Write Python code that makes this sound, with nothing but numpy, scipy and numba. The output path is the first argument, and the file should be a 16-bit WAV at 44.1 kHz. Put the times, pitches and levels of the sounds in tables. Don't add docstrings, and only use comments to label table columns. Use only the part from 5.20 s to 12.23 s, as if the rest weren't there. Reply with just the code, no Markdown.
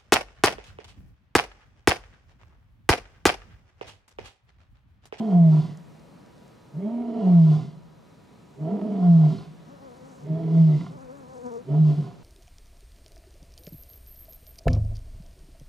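import sys
import numpy as np
from scipy import signal
from scipy.fft import rfft, irfft
from scipy.io import wavfile
from scipy.ndimage import uniform_filter1d
from numba import njit

SR = 44100
rng = np.random.default_rng(int(sys.argv[2]) if len(sys.argv) > 2 else 0)


def put_to_file(sound):
    columns = np.atleast_2d(sound).T
    safe = np.clip(columns, -1, 1)
    whole_steps = np.round(safe * 32767)
    wavfile.write(sys.argv[1], SR, whole_steps.astype(np.int16))


def magnitude_from_level(level_db):
    exponent = np.asarray(level_db, float) / 20
    return 10 ** exponent


N = 310023


def level(x, db):
    return x * magnitude_from_level(db) / np.sqrt(np.mean(x ** 2))


def steady(x, span_s):
    return x / np.sqrt(uniform_filter1d(x ** 2, int(span_s * SR)) + 1e-12)


def walk(rate):
    hold = int(SR / rate)
    steps = np.repeat(rng.standard_normal(N // hold + 1), hold)
    return 1.3 * uniform_filter1d(uniform_filter1d(steps, hold), hold)[:N]


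def on_hz(table, hz):
    at, value = np.transpose(table)
    return np.interp(np.log(hz), np.log(at), value)


def columns(calls):
    t = np.arange(N) / SR
    s, *values = np.transpose(np.vstack(calls))
    gate = sum((t >= call[0][0]) & (t <= call[-1][0]) for call in calls)
    return uniform_filter1d(1. * gate, size=900), [np.interp(t, s, v) for v in values]


@njit
def svf(x, hz, width):
    y, b, l = np.empty(len(x)), 0., 0.
    for i in range(len(x)):
        g, k = np.tan(np.pi * hz[i] / SR), width / hz[i]
        v = (b + g * (x[i] - l)) / (1 + g * (g + k))
        b, l, y[i] = 2 * v - b, l + 2 * g * v, k * v
    return y


def ring(x, hz, width):
    hz = hz * np.ones(len(x))
    return svf(svf(x, hz, 1. * width), hz, 1. * width)


def resonate(x, modes, stretch=1):
    out = 0
    for k, (hz, width, db) in enumerate(modes):
        out = out + (-1) ** k * magnitude_from_level(db) * ring(x, hz * stretch, 1.8 * width)
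    return out


def place(x, pan, lead):
    hz = np.maximum(np.arange(N // 2 + 1) * SR / N, 1)
    turn = magnitude_from_level(on_hz(pan, hz) / 2) * np.exp(1j * on_hz(lead, hz) / 2)
    return np.array([irfft(rfft(x) * turn, N), irfft(rfft(x) / turn, N)])


# (pitch_hz, level_db per Hz)
BUSH = [(15, -67), (25, -34.5), (43, -16.5), (91, -12.5), (156, 0), (247, -6), (324, -10.5), (435, -10),
        (727, -15.5), (951, -18.5), (1030, -24), (1150, -20.5), (1820, -27), (4930, -34), (15700, -44.5)]
# (pitch_hz, likeness 0-1)
BUSH_ALIKE = [(60, .3), (130, 1), (290, 0.18), (640, .2), (1400, 0.64), (2100, 0.71), (2800, 0.29),
              (4500, 1), (8000, 1), (12000, 0.26)]


def bush():
    out, swell = 0, walk(0.95)
    for hz in 28 * 2 ** np.arange(0, 9.2, 1 / 3):
        alike = np.clip(on_hz(BUSH_ALIKE, hz), 0, .98)
        mid, side = (ring(rng.standard_normal(N), hz, hz / 3) for _ in range(2))
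        db = on_hz(BUSH, hz) + 1.0 * swell + 1.0 * walk(8.1)
        left_right = np.sqrt(1 - alike) * side * np.array([[1], [-1]])
        out = out + magnitude_from_level(db) * (np.sqrt(1 + alike) * mid + left_right)
    return level(out, -51.5)


# (pitch_hz, level_db)
CAMERA = [(974, -71), (1260, -76), (2525, -85), (15000, -100)]


def camera():
    t = np.arange(N) / SR
    motor = sum(magnitude_from_level(db + 3.0 + 1.3 * walk(18)) * np.sin(2 * np.pi * hz * t) for hz, db in CAMERA)
    hiss = level(ring(rng.standard_normal(N), 4047, 250), -80)
    drone = level(ring(rng.standard_normal(N), 60, 24), -72.0)
    return motor + hiss + drone


# (start_s, peak_db, pitch_hz)
TWIGS = [(0.573, -48, 6400), (0.7956, -55, 5280), (1.0618, -53.5, 4360), (1.18, -56.5, 4620),
         (1.2794, -52, 4990)]


def twigs():
    out, t = np.zeros(N), np.arange(600) / SR
    for s, db, hz in TWIGS:
        snap = ring(rng.standard_normal(len(t)) * np.exp(-t / 0.0018), hz, 0.77 * hz)
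        out[int(s * SR):int(s * SR) + len(t)] += magnitude_from_level(db) * snap / np.abs(snap).max()
    return out


# (time_s, wing_rate_hz, second_partial_db, wing_tick_db)
FLY = [
    [(4.46, 248.3, -78, -88), (4.486, 249.2, -64, -82), (4.516, 288.3, -61, -82), (4.6, 260.1, -59, -80),
     (4.658, 280.0, -51, -78), (4.702, 249.0, -56.5, -78.5), (4.9, 262.6, -54, -69),
     (5.038, 252.9, -60, -70), (5.08, 235.4, -67.5, -77)],
    [(5.69, 252.9, -63, -77), (5.726, 279.2, -55.5, -74), (5.918, 257.0, -50.5, -73.5),
     (5.98, 278.5, -56, -74), (6.074, 249.3, -54, -73.5), (6.156, 257.4, -47, -70),
     (6.364, 242.3, -40, -70), (6.41, 249.5, -48, -71), (6.44, 227, -73, -90)],
]
# (level_db, follow_db per dB of nearness)
FLY_LAYERS = [(-56, 0.48), (-55, 0.56)]
# (multiple of wing rate, level_db)
BUZZ = [(3, 0), (4, -1), (5, -6), (6, -12), (7, -18), (8, -24)]
# (pitch_hz, lead_rad)
FLY_PAN = [(200, 6.5), (700, 4.5), (1500, -2.5)]
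FLY_LEAD = [(250, -1), (500, -2), (1500, -2.5)]


def fly():
    gate, (hz, second_db, tick_db) = columns(FLY)
    second_db = second_db + 1.5 * walk(16)
    first_db, buzz_db = (db + follow * (second_db + 50.5) for db, follow in FLY_LAYERS)
    brush = walk(45)
    jumps = np.repeat(rng.standard_normal(N // 1400 + 1), 1400)[:N]
    turns = np.cumsum(hz * (1 + 0.019 * jumps + 0.028 * walk(110))) / SR
    hum = magnitude_from_level(first_db + 4 * walk(40)) * np.sin(2 * np.pi * turns)
    hum = hum + magnitude_from_level(second_db + 2.5 * walk(45)) * np.sin(2 * 2 * np.pi * turns)
    for k, db in BUZZ:
        partial_db = buzz_db + db - 5 + 2.5 * brush + 2.5 * walk(40)
        hum = hum + magnitude_from_level(partial_db) * np.sin(2 * np.pi * k * turns)
    cycle = turns.astype(int)
    stroke_db = 3.0 * rng.standard_normal(N // 100)[cycle] + 1.3 * brush
    stroke = np.diff(cycle, prepend=0) * magnitude_from_level(stroke_db)
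    tick = level(ring(stroke, 6200 * (1 + 0.093 * walk(90)), 3800), 0)
    return place(gate * magnitude_from_level(5.5) * hum, FLY_PAN, FLY_LEAD) + gate * magnitude_from_level(tick_db + 2.0) * tick


@njit
def thicket(x, lags, gain, damp):
    line, soft, out = np.zeros((8, 8192)), np.zeros(8), np.zeros((2, len(x)))
    for i in range(len(x)):
        total = 0.
        for k in range(8):
            soft[k] += (1 - damp) * (gain[k] * line[k, (i - lags[k]) & 8191] - soft[k])
            total += soft[k]
            out[k % 2, i] += soft[k]
        for k in range(8):
            line[k, i & 8191] = x[i] + soft[k] - total / 4
    return out


def echoes(roar):
    lags = rng.integers(900, 5000, size=8)
    echo = thicket(roar + 1e-18, lags, magnitude_from_level(-60 * lags / SR / 1.33), .65)
    return magnitude_from_level(-32.5) * echo


# (start_s, peak_db, pitch_hz, ring_s)
SQUEAK = [(4.1814, -44, 4280, 0.05)]


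def squeak():
    s, db, hz, ring_s = SQUEAK[0]
    t = np.maximum(np.arange(N) / SR - s, 0)
    return magnitude_from_level(db) * (1 - np.exp(-t / 0.0011)) * 1000 ** (-t / ring_s) * np.sin(2 * np.pi * hz * t)


# (time_s, pitch_hz, roughness 0-1)
FOLDS = [
    [(0, 223, .4), (.06, 217.5, .37), (.13, 180.7, .1), (.2, 170, .05), (.3, 156.8, .06), (.4, 152, .08),
     (.44, 151, .8)],
    [(1.55, 159, .35), (1.65, 210, .2), (1.72, 234, .12), (1.82, 241, .2), (1.99, 222, .5),
     (2.035, 190, .1), (2.22, 161.7, .06), (2.34, 150.5, .06), (2.39, 153, .8)],
    [(3.4, 158, .3), (3.47, 163, .2), (3.54, 205, .35), (3.6, 197, .55), (3.66, 215, .5), (3.77, 188, .38),
     (3.86, 176.5, .05), (4.08, 149.5, .08), (4.14, 152, .8)],
    [(5.06, 172, .35), (5.13, 159, .15), (5.19, 164, .4), (5.28, 159.4, .22), (5.38, 164.8, .08),
     (5.46, 158.5, .09), (5.56, 148, .1), (5.61, 152, .8)],
    [(6.46, 152, .35), (6.53, 150, .14), (6.6, 157.3, .1), (6.68, 150, .1), (6.74, 146, .15),
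     (6.8, 146, .7), (6.88, 138, .9)],
]
# (start_s, boom_opens_s, boom_closes_s, end_s)
STAGES = [(-.4, .11, 0.42, .62), (1.5, 2.05, 2.33, 2.6), (3.348, 3.84, 4.14, 4.36),
          (5.019, 5.33, 5.58, 5.78), (6.432, 6.56, 6.7, 7.02)]


def fold_beat():
    _, (hz, rough) = columns(FOLDS)
    since = np.arange(N) / SR - np.array(STAGES)[:, :1]
    scoop = np.sum((since > 0) * np.exp(-(since / .05) ** 2 / 2), axis=0)
    hz = hz * (1 - .14 * scoop)
    turns = np.cumsum(hz * (1 + .15 * rough ** 2 * walk(60))) / SR
    return hz, rough, turns


# (time_s, level_db)
ROARS = [
    [(0.0, -27), (0.064, -28.5), (0.15, -14.5), (0.22, -12.5), (0.39, -16), (0.424, -27), (0.62, -55)],
    [(1.5, -59), (1.542, -35.5), (1.576, -26.5), (1.998, -29), (2.078, -16.5), (2.18, -11), (2.342, -16.5),
     (2.378, -28.5), (2.6, -52.5)],
    [(3.36, -48.5), (3.426, -28), (3.56, -26), (3.576, -32.5), (3.774, -27), (3.896, -11), (4.07, -15),
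     (4.23, -47.5), (4.36, -51.5)],
    [(5.02, -44.5), (5.106, -22), (5.158, -24), (5.178, -33), (5.276, -26.5), (5.404, -12.5), (5.558, -18),
     (5.592, -28.5), (5.78, -48.5)],
    [(6.44, -49), (6.508, -24), (6.606, -14.5), (6.698, -16.5), (6.806, -26), (6.83, -34), (6.906, -43),
     (6.926, -54), (7.02, -56)],
]
# (time_s, depth_db)
CATCHES = [(1.614, -5.5), (1.701, -3), (1.945, -5.5), (3.5, -7), (3.6, -9.5), (3.745, -2.5), (5.075, -6.5),
           (6.76, -8.5)]


def fold_boom(hz, rough, turns):
    gate, (boom_db,) = columns(ROARS)
    t = np.arange(N) / SR
    boom_db = boom_db + sum(db * np.exp(-((t - s) / 0.011) ** 2 / 2) for s, db in CATCHES)
    swing = np.sqrt(2) * np.sin(2 * np.pi * turns) * magnitude_from_level((.45 + 4.5 * rough) * walk(40))
    flap = steady(ring(rng.standard_normal(N) * magnitude_from_level(3.0 * walk(45)), hz, 70), .05)
    slack = np.clip(1.25 * rough, 0, 1) ** 3
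    return gate, magnitude_from_level(boom_db) * (np.sqrt(1 - slack) * swing + np.sqrt(slack) * flap)


def slaps_and_puffs(rough, turns):
    cycle = turns.astype(int)
    slap = np.diff(cycle, prepend=0) * magnitude_from_level(rough * 14.0 * rng.standard_normal(N // 100)[cycle])
    puff = np.exp(-(turns % 1) / .5) * magnitude_from_level(1.6 * walk(35))
    rasp = level(puff * rng.standard_normal(N), -13.0)
    return slap, puff, rasp


# (time_s, effort_db)
EFFORT = [
    [(0.0, -34), (0.102, -36), (0.114, -32), (0.236, -43), (0.342, -36.5), (0.566, -56.5), (0.608, -75),
     (0.62, -58)],
    [(1.5, -65), (1.6, -40), (1.686, -36), (1.75, -40), (2.084, -31.5), (2.21, -43.5), (2.31, -38.5),
     (2.6, -60.5)],
    [(3.36, -62.5), (3.398, -44), (3.49, -35.5), (3.556, -38.5), (3.86, -34), (3.946, -45), (4.044, -35.5),
     (4.36, -63)],
    [(5.02, -60), (5.07, -40), (5.29, -38.5), (5.384, -36), (5.426, -47), (5.504, -36), (5.632, -48.5),
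     (5.78, -54.5)],
    [(6.44, -69), (6.49, -36.5), (6.592, -36.5), (6.608, -46.5), (6.718, -36.5), (6.864, -48.5),
     (6.872, -44), (7.02, -68)],
]
# (upper_resonance_db, breath_db, extra_moan_breath_db, teeth_db)
STRENGTH = [(0, -58.5, -2, -64), (0, -56.5, -7, -64.5), (1, -56.5, -2.5, -65), (-0.5, -57, 2, -60.5),
            (0.5, -57.5, 3.5, -70)]
# (stage, lower_resonance_db, upper_resonance_db, breath_db)
OPENING = [(0, 0.5, -22, -23.5), (1, -2.5, -8, -14), (1.5, -0.5, -5, -10.5), (2, -2.5, -5, -4.5),
           (2.4, -5.5, -2, -2), (3, 0, -6, 1.5), (3.5, -3, -6, -4.5), (4, -5, -12, -22)]
# (stage, lower_hz, upper_hz, whistling_breath_hz)
JAWS = [(0, 379, 599, 3730), (1, 391.6, 633, 3460), (1.5, 419.2, 652, 3250), (2, 417.3, 692, 3350),
        (2.4, 385, 669.3, 3690), (3.002, 375, 678, 3470), (4.002, 401, 703, 3450)]


def throat_shape():
    attack_s, waver_per_s = .07, 14
    marks = [(a, a + attack_s, max(b, a + 1.5 * attack_s), c, d) for a, b, c, d in STAGES]
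    t = np.arange(N) / SR
    stage = np.interp(t, np.ravel(marks), np.tile(np.arange(len(marks[0])), len(marks)))
    which = np.searchsorted(np.array(STAGES)[1:, 0], t)
    upper_db, breath_db, moan_db, teeth_db = np.transpose(STRENGTH)[:, which]
    breath_db = breath_db + moan_db * np.clip(2 * (2 - stage), 0, 1)
    _, (effort_db,) = columns(EFFORT)
    at, *db = np.transpose(OPENING)
    low, high, air = (np.interp(stage, at, v) + 2.04 * walk(waver_per_s) * share
                      for v, share in zip(db, (1, 1, .5)))
    at, *hz = np.transpose(JAWS)
    hz = [np.interp(stage, at, v) * (1 + .02 * walk(waver_per_s)) for v in hz]
    teeth_db = teeth_db + 0.68 * air + 0.28 * (effort_db + 37)
    nose_db = effort_db - 33.5 - 9 * np.clip(stage - 2, 0, 1)
    return hz, effort_db + low, effort_db + upper_db + high, breath_db + air, teeth_db, nose_db


# (multiple of pitch, level_db over lower resonance)
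OVERTONES = [(2, -3.5), (3, -15), (4, -9.5)]


def overtones(hz, rough, turns, low_hz, low_db, high_hz, high_db):
    def line(k):
        return np.sin(2 * np.pi * k * turns + k)

    lines = sum(magnitude_from_level(db) * line(k) for k, db in OVERTONES) * np.clip(1 - 2.1 * rough, 0, 1)
    sing = 0
    for db, at in ((low_db, low_hz), (high_db, high_hz)):
        for k in range(2, 6):
            sing = sing + magnitude_from_level(4 + db) * line(k) / (1 + ((k * hz - at) / 36.3) ** 2)
    return magnitude_from_level(uniform_filter1d(low_db, size=5000)) * lines + sing * np.clip(1 - 1.6 * rough, 0, 1)


# (pitch_hz, width_hz, level_db)
MOUTH = [(787, 450, -17.5), (983, 50, 6), (1110, 61, -1.5), (1354, 56, -4), (1680, 160, -13.5),
         (2046, 22, -11), (3100, 71, -17)]


def throat(slap, rasp, drive, low_hz, low_db, high_hz, high_db, breath_db):
    low = steady(ring(drive, low_hz, 36) + 0.41 * ring(drive, 0.726 * low_hz, 130), 0.024)
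    high = steady(ring(drive, high_hz, 51) - 0.17 * ring(drive, high_hz, 260), 0.039)
    mouth = steady(resonate(slap + 1.3 * rasp, MOUTH, (high_hz / 665) ** 0.99), 1.0)
    mouth = mouth * magnitude_from_level(.5 * high_db + .5 * breath_db - 1.5)
    return 1.03 * magnitude_from_level(low_db) * low - magnitude_from_level(high_db - 0.7) * high + mouth


def teeth_and_nose(drive, hz, teeth_db, nose_db):
    teeth_hz = 2024 * (hz / 160) ** 0.2 * (1 + .025 * walk(9))
    teeth = magnitude_from_level(teeth_db + 3.5 * walk(14)) * steady(ring(drive, teeth_hz, 150), .06)
    nose_hz = 3100 * (1 + 0.038 * walk(7))
    nose = magnitude_from_level(nose_db + 2.2 * walk(18)) * steady(ring(drive, nose_hz, 260), .06)
    return teeth + nose


# (pitch_hz, width_hz, level_db)
BREATH = [(3000, 820, 4.5), (4540, 1100, 4), (5660, 2500, -3), (8500, 5900, -16.5)]


def breath(puff, whistle_hz):
    air = (1.4 + puff) * rng.standard_normal(N)
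    whistle = 0.79 * magnitude_from_level(4 * walk(11)) * ring(air, whistle_hz, 220)
    whistle = whistle + .9 * magnitude_from_level(4 * walk(9)) * ring(air, 1.22 * whistle_hz, 300)
    return level(resonate(air, BREATH) + whistle, 0)


def lion():
    hz, rough, turns = fold_beat()
    gate, boom = fold_boom(hz, rough, turns)
    slap, puff, rasp = slaps_and_puffs(rough, turns)
    drive = slap + rasp * (0.25 + 1.1 * rough)
    (low_hz, high_hz, whistle_hz), low_db, high_db, breath_db, teeth_db, nose_db = throat_shape()
    voice = boom + throat(slap, rasp, drive, low_hz, low_db, high_hz, high_db, breath_db)
    voice = voice + overtones(hz, rough, turns, low_hz, low_db, high_hz, high_db)
    voice = voice + teeth_and_nose(drive, hz, teeth_db, nose_db)
    voice = gate * (voice + magnitude_from_level(breath_db - 0.8) * breath(puff, whistle_hz))
    low_cut = signal.butter(6, 105, "high", fs=SR, output="sos")
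    return signal.sosfilt(low_cut, voice) + squeak()


# (pitch_hz, lead_rad)
LION_PAN = [(60, -6), (110, -1), (200, -0.5), (380, -4), (700, -5), (1290, -1), (2380, -0.5), (4400, -1),
            (8120, 3.5), (15000, 0.5)]
LION_LEAD = [(100, -0.27), (430, -0.43), (1030, 0.91), (2300, 0.21), (3600, 0.74), (6000, -0.089)]


def scene():
    roar = lion()
    around = bush() + camera() + twigs() + fly()
    return around + echoes(roar) + place(roar, LION_PAN, LION_LEAD)


def top_cut(x):
    return signal.sosfilt(signal.butter(12, 16070, fs=SR, output="sos"), x)


def record(dry):
    return top_cut(dry)


dry = scene()
out = record(dry)
put_to_file(out)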